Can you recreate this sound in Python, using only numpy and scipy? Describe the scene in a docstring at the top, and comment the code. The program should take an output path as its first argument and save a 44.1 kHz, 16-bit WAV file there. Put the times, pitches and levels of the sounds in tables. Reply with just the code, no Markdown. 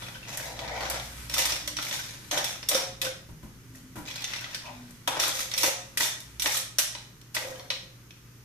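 """A small hard-walled kitchen, a microphone pair near the wok, with mains hum and low passing tones behind it.
From the start a metal spatula scrapes in strokes, clinks on shellfish and jostles the loose shells.
Poured water hisses in waves, strongest at the start and near 1.2 s; from 0.26 s on it sloshes in bubbles.
After two seconds the blade knocks the pan and the bowl rings; dull handling bumps follow between 3 and 4 s.
Sounds are noise bursts, dying modes and bubbles; room reflections and a brief limiter finish the scene."""
import sys
import numpy as np
from scipy import signal
from scipy.fft import rfft, irfft
from scipy.io import wavfile
from scipy.ndimage import uniform_filter1d

SR = 44100
rng = np.random.default_rng(int(sys.argv[2]) if len(sys.argv) > 2 else 0)


def digitize_waveform(pressure):
    """Quantize a signal to 16-bit integers and store it at the path in sys.argv[1].

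    Rows of a 2-D input are taken as channels; values are limited to [-1, 1].
    """
    field = np.atleast_2d(pressure).T
    bounded = np.clip(field, -1, 1)
    quanta = np.round(bounded * 32767).astype(np.int16)
    wavfile.write(sys.argv[1], SR, quanta)


N = 372204
TIME = np.arange(N) / SR
# strokes of the blade, edge and bowl levels relative to the grit, before the offsets of each sound:
# start_s, rise_s, hold_s, release_s, grit_db, body_db, edge_db, bowl_db
STROKES = [(0, 0.0033, 0.33, 0.17, -48.5, -5.5, -33, -4.5), (0.281, 0.14, 0.037, 0.38, -38.5, -4.5, 0, -21),
           (0.568, 0.28, 0.12, 0.22, -35.5, 0.5, -10.5, 0.5), (1.02, 0.017, 0.013, 0.22, -44, -20, 7, -7),
           (1.305, 0.099, 0.044, 0.4, -25.5, -10.5, -2.5, -12),
           (1.775, 0.09, 0.083, 0.66, -33, -11, -0.5, -15),
           (2.318, 0.013, 0.083, 0.033, -31.5, 2, -5, -3.5),
           (2.432, 0.023, 0.058, 0.18, -34.5, -12.5, -2, -5.5), (2.694, .02, 0.064, 0.17, -25, -3.5, -2, 5),
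           (3.018, 0.031, 0.017, .045, -33, -9, -1, 7), (3.729, 0.027, 0.028, .08, -60, 0, 10.5, -8),
           (4.051, 0.0044, .38, 0.82, -38.5, -9, -8, -19), (5.091, 0.072, 0.039, .04, -36, 6, -7, -9),
           (5.193, 0.035, 0.045, 0.43, -24, -9, -1, -9), (5.338, 0.072, 0.015, 0.051, -33.5, -23, 3.5, -4),
           (5.565, 0.075, 0.037, 0.067, -25, -18, 2.5, -1),
           (5.997, 0.0085, 0.03, 0.14, -26.5, -7, 5.5, -18), (6.44, 0.022, 0.0096, 0.049, -24, -3.5, 4, -3),
           (6.493, 0.026, 0.066, .06, -27.5, -28, 4, -8), (7.339, 0.011, 0.021, 0.13, -37, -1, 5.5, -22),
           (7.381, 0.085, 0.033, 0.59, -47.5, 2.5, 4.5, 18.5)]
# modes of the wok, before the random spread: pitch_hz, energy_db, t60_s
WOK_MODES = [(450, -15, .14), (527, 9, .15), (535, 14, 0.3), (555.7, 7, 0.32), (725, 6.5, 0.21),
             (990, -9, 0.063), (1330, -15, .12), (1900, -20, 0.086), (2230, -21, .14), (3080, -19, 0.057),
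             (3650, -23, .088), (3630, -7, 0.083)]
# modes of the blade, before the random spread: pitch_hz, energy_db, t60_s
BLADE_MODES = [(3595, 11, 0.08), (5600, 2, 0.082), (5617, 11.5, 0.018), (6240, -3.5, 0.048),
               (7100, -28, 0.18), (8120, -8, 0.052), (9900, 1, 0.06), (12060, -8, 0.2), (11900, -25, .1),
               (12400, -38, .091), (13400, -40, .08)]
# how alike the two microphones hear the scene: frequency_hz, likeness (0 to 1)
LIKENESS = [(60, 0.91), (300, 0.88), (640, 0.78), (1400, 0.25), (3000, 0)]


def gain_of(db):
    """Decibels to amplitude."""
    return 10 ** (np.asarray(db) / 20)


def evened(x):
    """Scales to rms 1."""
    return x / np.sqrt(np.mean(x ** 2) + 1e-20)


def unit(x):
    """Scales to a mean energy of 1 per channel."""
    return evened(x) / np.sqrt(x.shape[-1])


def read(points, hz):
    """Reads a table on a log-frequency axis."""
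    f, value = np.transpose(points)
    return np.interp(np.log(hz + 1), np.log(f + 1), value)


def add(mix, s, sound):
    """Mixes a sound in at time s."""
    part = mix[..., max(round(s * SR), 0):][..., :sound.shape[-1]]
    part += sound[..., :part.shape[-1]]


def convolve(x, response):
    """Passes x through a response, keeping its length."""
    return signal.oaconvolve(np.atleast_2d(x), np.atleast_2d(response), axes=1)[:, :x.shape[-1]]


def colour(x, points, size=2048):
    """Causal, minimum-phase filter with the given spectrum."""
    hz = abs(np.fft.fftfreq(size, 1 / SR))
    log_gain = np.log(gain_of(read(points, hz)))
    spectrum = np.exp(np.conj(signal.hilbert(log_gain)))
    return convolve(x, np.fft.ifft(spectrum).real[:size // 2])


def likeness_angle(hz):
    """Phase between two microphones that gives a tone the likeness of its frequency."""
    return np.arccos(np.clip(read(LIKENESS, hz), -1, 1))


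def ports(pair):
    """Two unrelated signals become a microphone pair, alike in the bass."""
    size = pair.shape[1]
    middle, side = rfft(pair)
    angle = likeness_angle(np.fft.rfftfreq(size, 1 / SR)) / 2
    left_right = np.array([[1], [-1]])
    return irfft(np.cos(angle) * middle + left_right * np.sin(angle) * side, size)


def wander(rate_hz):
    """Slow random motion of rms 1."""
    knots = np.arange(0, TIME[-1] + 1, .5 / rate_hz)
    return evened(np.interp(TIME, knots, rng.standard_normal(8192)[:len(knots)]))


def ring(modes, spread_db, detune, size=16384):
    """Dying modes whose strength and pitch vary at random from touch to touch; the sum has energy 1."""
    t = np.arange(size) / SR
    out = np.zeros((2, size))
    for hz, db, t60 in modes:
        phase = np.array([[.5], [-.5]]) * likeness_angle(hz) * rng.choice([-1, 1])
        pitch = hz * (1 + detune * (2 * rng.random() - 1))
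        mode = np.sin(2 * np.pi * pitch * t + phase) * np.exp(-np.log(1000) * t / t60)
        out += gain_of(db + spread_db * (2 * rng.random() - 1)) * unit(mode)
    return unit(out)


def registers(x):
    """Splits a response into pan body, grit and sharp edge, each of energy 1."""
    bands = [(1400, "lowpass"), ([1400, 7000], "bandpass"), (7000, "highpass")]  # Hz
    filters = [signal.butter(4, hz, kind, fs=SR, output="sos") for hz, kind in bands]
    return [unit(signal.sosfilt(sos, x)) for sos in filters]


def contact(rise_s, fade_s, size=4096):
    """One touch of steel: dense coloured noise that dies in milliseconds."""
    # spectrum of the touch before scaling: frequency_hz, level_db
    touch_spectrum = [(150, -30), (300, -2.5), (430, -10), (560, 4), (800, 0), (1150, 0), (1500, -4),
                      (1900, 2.5), (2700, 2.5), (3600, 4.5), (4700, 1), (6200, -3.5), (7300, -7),
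                      (14000, -7.5)]
    t = np.arange(size) / SR
    burst = rng.standard_normal((2, size)) * (1 - np.exp(-t / rise_s)) * np.exp(-t / fade_s)
    return unit(colour(ports(burst), touch_spectrum))


def push(rise_s, hold_s, release_s):
    """Gain of one push of blade or water: it swells, holds while easing a little, and dies away."""
    corners = np.cumsum([0, rise_s, hold_s, release_s])
    levels_db = [-11, 0, -3, -42.5]  # against the top
    return gain_of(np.interp(np.arange(0, corners[-1], 1 / SR), corners, levels_db))


def background(air_db=-52.5, rumble_db=-48, rumble_db_per_s=-0.8, swell_db=0.1, tone_waver_db=2):
    """Steady air, slowly receding street rumble, wavering mains hum and low tones that swell and fade."""
    # air and street spectrum before scaling: frequency_hz, level_db
    air_spectrum = [(18, -6), (30, -12), (50, 2.5), (80, -3.5), (115, 4), (250, -4), (400, -9.5),
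                    (700, -25), (1250, -16), (4000, -26), (6500, -18.5), (7800, -32.5), (14000, -23)]
    # mains hum: pitch_hz, level_db, waver_db
    hum_tones = [(59, -67, 1.5), (119.9, -55, 0.5)]
    # low tones that swell and fade: swells of mains hum near 61 Hz, and others, perhaps far engines:
    # start_s, length_s, pitch_hz, glide_hz_per_s, level_db
    swelling_tones = [(.2, 1.7, 61, -1, -47), (1.546, 0.42, 299, 5.5, -55.5), (3.2, 0.36, 163, -13.5, -52),
                      (3.553, 0.65, 264.5, -23, -54.5), (4.659, 0.33, 253, -48, -49.5),
                      (6.179, 0.42, 60.2, -2, -53)]
    air = evened(colour(ports(rng.standard_normal((2, N))), air_spectrum, size=8192))
    low = signal.sosfiltfilt(signal.butter(2, 400, fs=SR, output="sos"), air)
    street_db = rumble_db + rumble_db_per_s * TIME + swell_db * wander(4.3)
    out = gain_of(air_db) * (air - low) + low * gain_of(street_db)
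    for hz, db, waver_db in hum_tones:
        tone = np.sqrt(2) * np.sin(2 * np.pi * hz * TIME + 0.27 * wander(4.0))
        out += tone * gain_of(db + waver_db * wander(8.7))
    for s, length, hz, glide, db in swelling_tones:
        t = np.arange(0, length, 1 / SR)
        tone = np.sqrt(2) * np.sin(2 * np.pi * np.cumsum(hz + glide * t) / SR)
        swell = np.sin(np.pi * t / length)
        add(out, s, tone * swell * gain_of(db + tone_waver_db * wander(22)[:len(t)]))
    return out


def sizzle(pops_per_s=6000):
    """Tiny steam bubbles of all sizes burst where water meets hot metal: random clicks, coloured."""
    # hiss spectrum before scaling: frequency_hz, level_db
    hiss_spectrum = [(500, -4), (1500, 5.5), (5500, 0.5), (8000, -1.5), (12000, 0), (15000, -10)]
    # the hiss comes in waves, strongest at the start and near 1.2 s, fainter later: time_s, level_db
    hiss_levels = [(0, -45), (.5, -63), (1.2, -44), (1.7, -63), (2.25, -51), (3.3, -62), (4.3, -57.5),
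                   (5.1, -57.5), (6.3, -55.5), (7.2, -62.5), (8.44, -62.5)]
    pops = rng.standard_normal((2, N)) * (rng.random((2, N)) < pops_per_s / SR)
    return evened(colour(pops, hiss_spectrum)) * gain_of(np.interp(TIME, *np.transpose(hiss_levels)))


def scrapes(slips_per_s=850, spread_db=1.5, judder_db=2.33, body_db=-4, grit_db=-3.0, edge_db=-2,
            bowl_db=-9, blade_db=-13, shell_db=-7, count=6, size=4096):
    """The blade sticks and slips over pan and shells, at several spots that each have their own note."""
    force = np.zeros((4, N))  # body, grit, edge, bowl
    for s, rise, hold, release, db, body, edge, bowl in STROKES:
        levels_db = db + np.array([body + body_db, grit_db, edge + edge_db, bowl + bowl_db])
        add(force, s, np.outer(gain_of(levels_db), push(rise, hold, release)))
    judder = evened(gain_of(judder_db * wander(70)))
    force = uniform_filter1d(force, 200, axis=1) * judder
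    out, drive = np.zeros((2, N)), np.zeros(N)
    for shell_hz in np.geomspace(1900, 6300, count):
        sizes = gain_of(spread_db * np.minimum(rng.exponential(1, N), 2.5)) * rng.choice([-1, 1], N)
        moments = rng.random(N) < slips_per_s / count / SR
        shifting = gain_of(3.26 * wander(9))  # contact moves between the spots
        slips = evened(sizes * moments * shifting) / np.sqrt(count)
        spot = contact(rise_s=0.0004, fade_s=0.00058, size=size)
        spot += gain_of(blade_db) * ring(BLADE_MODES, spread_db=5, detune=.002, size=size)
        spot += gain_of(shell_db) * ring([(shell_hz, 0, .012)], spread_db=0, detune=0.0093, size=size)
        for level, response in zip(force, registers(spot)):
            out += convolve(slips * level, response)
        drive += slips
    return out + convolve(drive * force[3], ring(WOK_MODES, spread_db=-4, detune=0.0017))


def jostle(level_db=2, follow=0.43, ticks_per_s=20, luck_db=6, tick_db=-4, t60_s=0.03, count=10):
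    """Loose shells tap each other during the strokes, a little louder under a harder stroke."""
    taps = np.zeros((count, N))
    for s, rise, hold, release, db, *_ in STROKES:
        shape = push(rise, hold, release)
        for k, (when, shell, luck) in enumerate(rng.random((40, 3))):
            at = int((k + when) / ticks_per_s * SR)
            if at < len(shape):
                strength = gain_of(level_db + follow * db + luck_db * luck)
                add(taps[int(shell * count)], s + at / SR, strength * shape[at:at + 1])
    out = np.zeros((2, N))
    # notes from the largest to the smallest shell, Hz
    for train, hz in zip(taps, np.geomspace(1310, 3950, count)):
        tick = registers(contact(rise_s=0.0014, fade_s=0.0099))[1]
        note = ring([(hz, 0, t60_s)], spread_db=0, detune=0.037, size=4096)
        out += convolve(train, gain_of(tick_db) * tick + note)
    return out


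def clinks(level_db=18, body_db=4, edge_db=5, shell_db=-3, chatter_s=0.0078, chatter_growth=0.37):
    """A tick that chatters longer the harder it lands, the short note of the shell and the blade's ring."""
    # blade meets shell or pan, body, edge and blade relative to the hit, before the offsets above:
    # start_s, hit_db, body_db, edge_db, shell_hz, blade_db
    hits = [(.021, -33.5, -10, -23, 1360, -9), (.0837, -34, -8, -27, 1450, -23),
            (.373, -42, -21, 17.5, 6000, -11), (0.5907, -28, -9, -18, 3540, -17),
            (0.6773, -31, -23, -25, 1870, -15), (.8066, -27, -6, -16, 1880, -17),
            (0.8989, -29, -17, 7, 1920, -17), (.9976, -30, -27, -11, 3700, -13),
            (1.2966, -27.5, -16, -6, 5400, -21), (1.3399, -20, -23, -3, 5580, 0),
            (1.3819, -17.5, -24, 0, 3560, -11), (1.4005, -19.5, -30, -4, 3060, -16),
            (1.4545, -21.5, -10, 2, 4700, 3.5), (1.5207, -20.5, -12.5, -16, 5300, -2),
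            (1.6757, -22, -15.5, -5, 5900, -8.5), (1.7684, -23, -24, -17, 5700, -1.5),
            (1.7868, -23, -12, -23, 1380, -22), (1.8253, -27, -22, -5, 3340, -12),
            (1.9116, -26.5, -11, -17, 3500, -4), (1.9386, -25, -16, -12, 3800, -5),
            (2.3117, -19, -15, -11, 6300, -10), (2.3756, -20.5, -12, -7, 3380, 2),
            (2.443, -24.5, -20, 1, 3520, 3.5), (2.6283, -30, -12.5, -21, 5220, -5),
            (2.6874, -17.5, -24, 7, 5500, 3), (2.7145, -17.5, -8, -15, 3840, -6),
            (2.7465, -18.5, -27, -16, 5300, 6), (2.7515, -18, -28, -6, 5440, -7),
            (3.0156, -18.5, -28, -4, 3610, -18), (3.0488, -24.5, -9.5, -8, 3180, -15),
            (4.221, -30, -18, -10, 4160, -7), (4.2422, -23, -26, -14, 6200, -2),
            (4.157, -30, -26, -10, 4300, -16), (4.3354, -23, -33, -33, 2040, -19),
            (4.3615, -29.5, -27, -25, 4170, 2.5), (4.4092, -38, -18, -4, 2970, -1),
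            (4.4427, -27.5, -17, -40, 1970, -24), (4.5459, -23.5, -24, -10.5, 4880, -7),
            (5.0755, -17.5, -0.5, -3.5, 3250, -1.5), (5.1986, -16, -32, -6, 5860, 0.5),
            (5.236, -18, -16, -7, 1330, -14), (5.2793, -31, 0, 8, 1320, -11),
            (4.9077, -50.5, -6, 6, 6040, -22), (5.5149, -24.5, -28, -11, 3700, -20),
            (5.5383, -22.5, -18, -12, 5720, 1), (5.578, -16, -30, -1.5, 5400, -4),
            (5.6325, -12, -6.5, -3, 5750, -4), (5.973, -16.5, -26, -1, 1910, -16),
            (6.006, -14, -15, -23, 1930, -16), (6.032, -26, -18, -12, 3470, 12),
            (6.203, -40, -25, 3, 5640, -9), (6.3969, -24, -40, -2.5, 6200, 3.5),
            (6.4209, -19, -43, -1, 3580, -7), (6.459, -13.5, -11.5, -21, 1850, -3),
            (6.57, -23.5, -18, 4, 3360, -12), (6.7845, -8.5, -18.5, 1, 5720, -14),
            (6.9502, -26, -13, -28, 4000, -20), (7.214, -45.5, -21, -6, 4300, -3),
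            (7.3477, -24, -20, 1, 5020, -9), (7.3661, -18.5, -11.5, -26, 1950, -24),
            (7.5957, -37, -9, -30, 4300, -3), (7.703, -16.5, -18.5, -21, 3950, -10),
            (8.107, -39.5, -24, -33, 2540, -11)]
    out = np.zeros((2, N))
    for s, db, body, edge, hz, blade_db in hits:
        fade_s = chatter_s * gain_of(chatter_growth * (db + 20.5))
        low, grit, top = registers(contact(rise_s=0.00028, fade_s=fade_s))
        size = gain_of(db + level_db)
        shell = ring([(hz, 0, .018)], spread_db=0, detune=0, size=4096)
        blade = ring(BLADE_MODES, spread_db=4, detune=.001, size=8192)
        add(out, s, size * (gain_of(body + body_db) * low + grit + gain_of(edge + edge_db) * top))
        add(out, s, size * gain_of(shell_db) * shell)
        add(out, s, size * gain_of(blade_db) * blade)
    return out


def slosh(bubbles_per_s=1800, cycles=8, rise=0.027, size=1536):
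    """Swirling water traps air in a crowd of short bubbles, each rising a little in pitch."""
    # water pushed about in the pan, level before the crowd's scaling:
    # start_s, rise_s, hold_s, release_s, level_db, main_hz, glide_hz_per_s
    swirls = [(0.258, 0.17, .1, .16, -40.5, 675, 100), (0.561, .16, .08, .22, -33.5, 686, 143),
              (4.625, .045, .025, .12, -38, 976, -1400), (5.091, 0.019, 0.2, 0.042, -43.5, 870, -300)]
    # pockets of air that it closes: multiple (of main_hz), spread (share), relative_db
    pockets = [(.74, 0.163, -3), (1, 0.09, 1.5), (1.15, 0.193, -3.5), (1.75, 0.22, -15), (2.85, .14, -1.5)]
    t, crowd = np.arange(size) / SR, np.zeros((2, N))
    for s, rise_s, hold_s, release_s, db, main_hz, glide in swirls:
        shape = push(rise_s, hold_s, release_s)
        draws = rng.random((3000, 4))[:int(bubbles_per_s * len(shape) / SR)]
        for when, kind, offset, side in draws:
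            at = int(when * len(shape))
            multiple, spread, kind_db = pockets[int(kind * len(pockets))]
            pitch = (main_hz + glide * at / SR) * multiple * (1 + spread * (2 * offset - 1))
            turns = pitch * t
            phase = np.array([[1], [-1]]) * (2 * side - 1) * likeness_angle(pitch)
            rising_turns = turns * (1 + rise * np.tanh(turns / cycles / 2))
            envelope = turns * np.exp(-2 * turns / cycles)
            bubble = np.sin(2 * np.pi * rising_turns + phase) * envelope
            add(crowd, s + at / SR, shape[at] * gain_of(db + kind_db) * unit(bubble))
    return np.sqrt(SR / bubbles_per_s) * crowd


def knocks(level_db=21.0):
    """The blade presses home and the whole bowl rings in its modes, a little differently each time."""
    # knocks, before level_db is added: start_s, knock_db
    presses = [(2.376, -31.5), (2.717, -48), (2.751, -17), (3.051, -42), (5.077, -29), (5.682, -19),
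               (6.457, -46), (7.439, -43), (7.499, -34)]
    out = np.zeros((2, N))
    for s, db in presses:
        add(out, s, gain_of(db + level_db) * ring(WOK_MODES, spread_db=2, detune=.008))
    return out


def bumps(level_db=19, fade_s=0.035, size=8192):
    """Dull handling bumps: soft, low, fading noise with no ring."""
    # bumps, before level_db is added: start_s, bump_db, deep_bass_db (relative)
    thumps = [(3.288, -31.5, 13), (3.429, -29, 5.5), (3.957, -25, -3), (3.978, -27.5, -3)]
    # thud spectrum before scaling: frequency_hz, level_db
    thud_spectrum = [(25, -51), (55, 6.5), (100, -13), (180, -3.5), (300, -6.5), (420, -21.5), (1000, -19),
                     (4000, -32.5)]
    out = np.zeros((2, N))
    for s, db, bass_db in thumps:
        thud = ports(rng.standard_normal((2, size))) * np.exp(-np.arange(size) / SR / fade_s)
        thud = colour(colour(thud, thud_spectrum), [(70, bass_db), (180, 0.0041)])
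        add(out, s, gain_of(db + level_db) * unit(thud))
    return out


def kitchen(x, near_db=-3, near_s=0.011, tail_db=-3.5, size=26000):
    """Quick reflections from the bowl and the wall behind it, then the tail of the bare room."""
    # decay of the room: frequency_hz, t60_s
    room_decay = [(150, 0.19), (600, 0.48), (2000, 0.43), (5000, 0.44), (9000, 0.4), (14000, 0.22)]
    t = np.arange(size) / SR
    taps = ports(rng.choice([-1., 1.], (2, size)) * (rng.random((2, size)) < 4000 / SR))
    near = unit(taps * np.exp(-t / near_s) * (t > .002))
    hz, at, z = signal.stft(ports(rng.standard_normal((2, size))), SR, nperseg=256)
    decay = np.exp(-np.log(1000) * at / read(room_decay, hz)[:, None])
    tail = signal.istft(z * decay, SR, nperseg=256)[1][:, :size]
    tail = unit(tail * (1 - np.exp(-t / 0.015)))
    wet = convolve(x, gain_of(near_db) * near + gain_of(tail_db) * tail)
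    return (x + wet) / np.sqrt(1 + gain_of(near_db) ** 2 + gain_of(tail_db) ** 2)


def scene():
    """The wok in the kitchen, leaning left in the middle range and right in the treble, over the background."""
    # balance of the microphones: frequency_hz, left_minus_right_db
    balance = [(200, 0), (700, 1), (1300, 2.5), (2400, 3.5), (4400, -2.1), (14000, -2)]
    pan = kitchen(scrapes() + clinks() + jostle() + slosh() + sizzle() + bumps())
    # the knocked bowl's ring is heard nearly dry
    pan += kitchen(knocks(), near_db=-20, tail_db=-11)
    lean_db = read(balance, np.fft.rfftfreq(N, 1 / SR)) * np.array([[.5], [-.5]])
    return irfft(rfft(pan) * gain_of(lean_db), N) + background()


def record(dry, threshold_db=-23, share=0.39, recovery_db_per_s=45, edge_hz=14550):
    """A limiter ducks everything briefly around and after the loudest blows; then the band limit."""
    power_db = 10 * np.log10(abs(uniform_filter1d((dry ** 2).mean(0), 200)) + 1e-12)
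    fall_db = TIME * recovery_db_per_s
    held_db = np.maximum.accumulate(power_db + fall_db) - fall_db
    over_db = np.maximum(held_db - threshold_db, 0)
    ducked = dry / gain_of(share * uniform_filter1d(over_db, size=100))
    band_limit = signal.firwin(255, edge_hz, window=("kaiser", 9), fs=SR)
    return signal.oaconvolve(ducked, band_limit[None], "same")


dry = scene()
out = record(dry)
digitize_waveform(out)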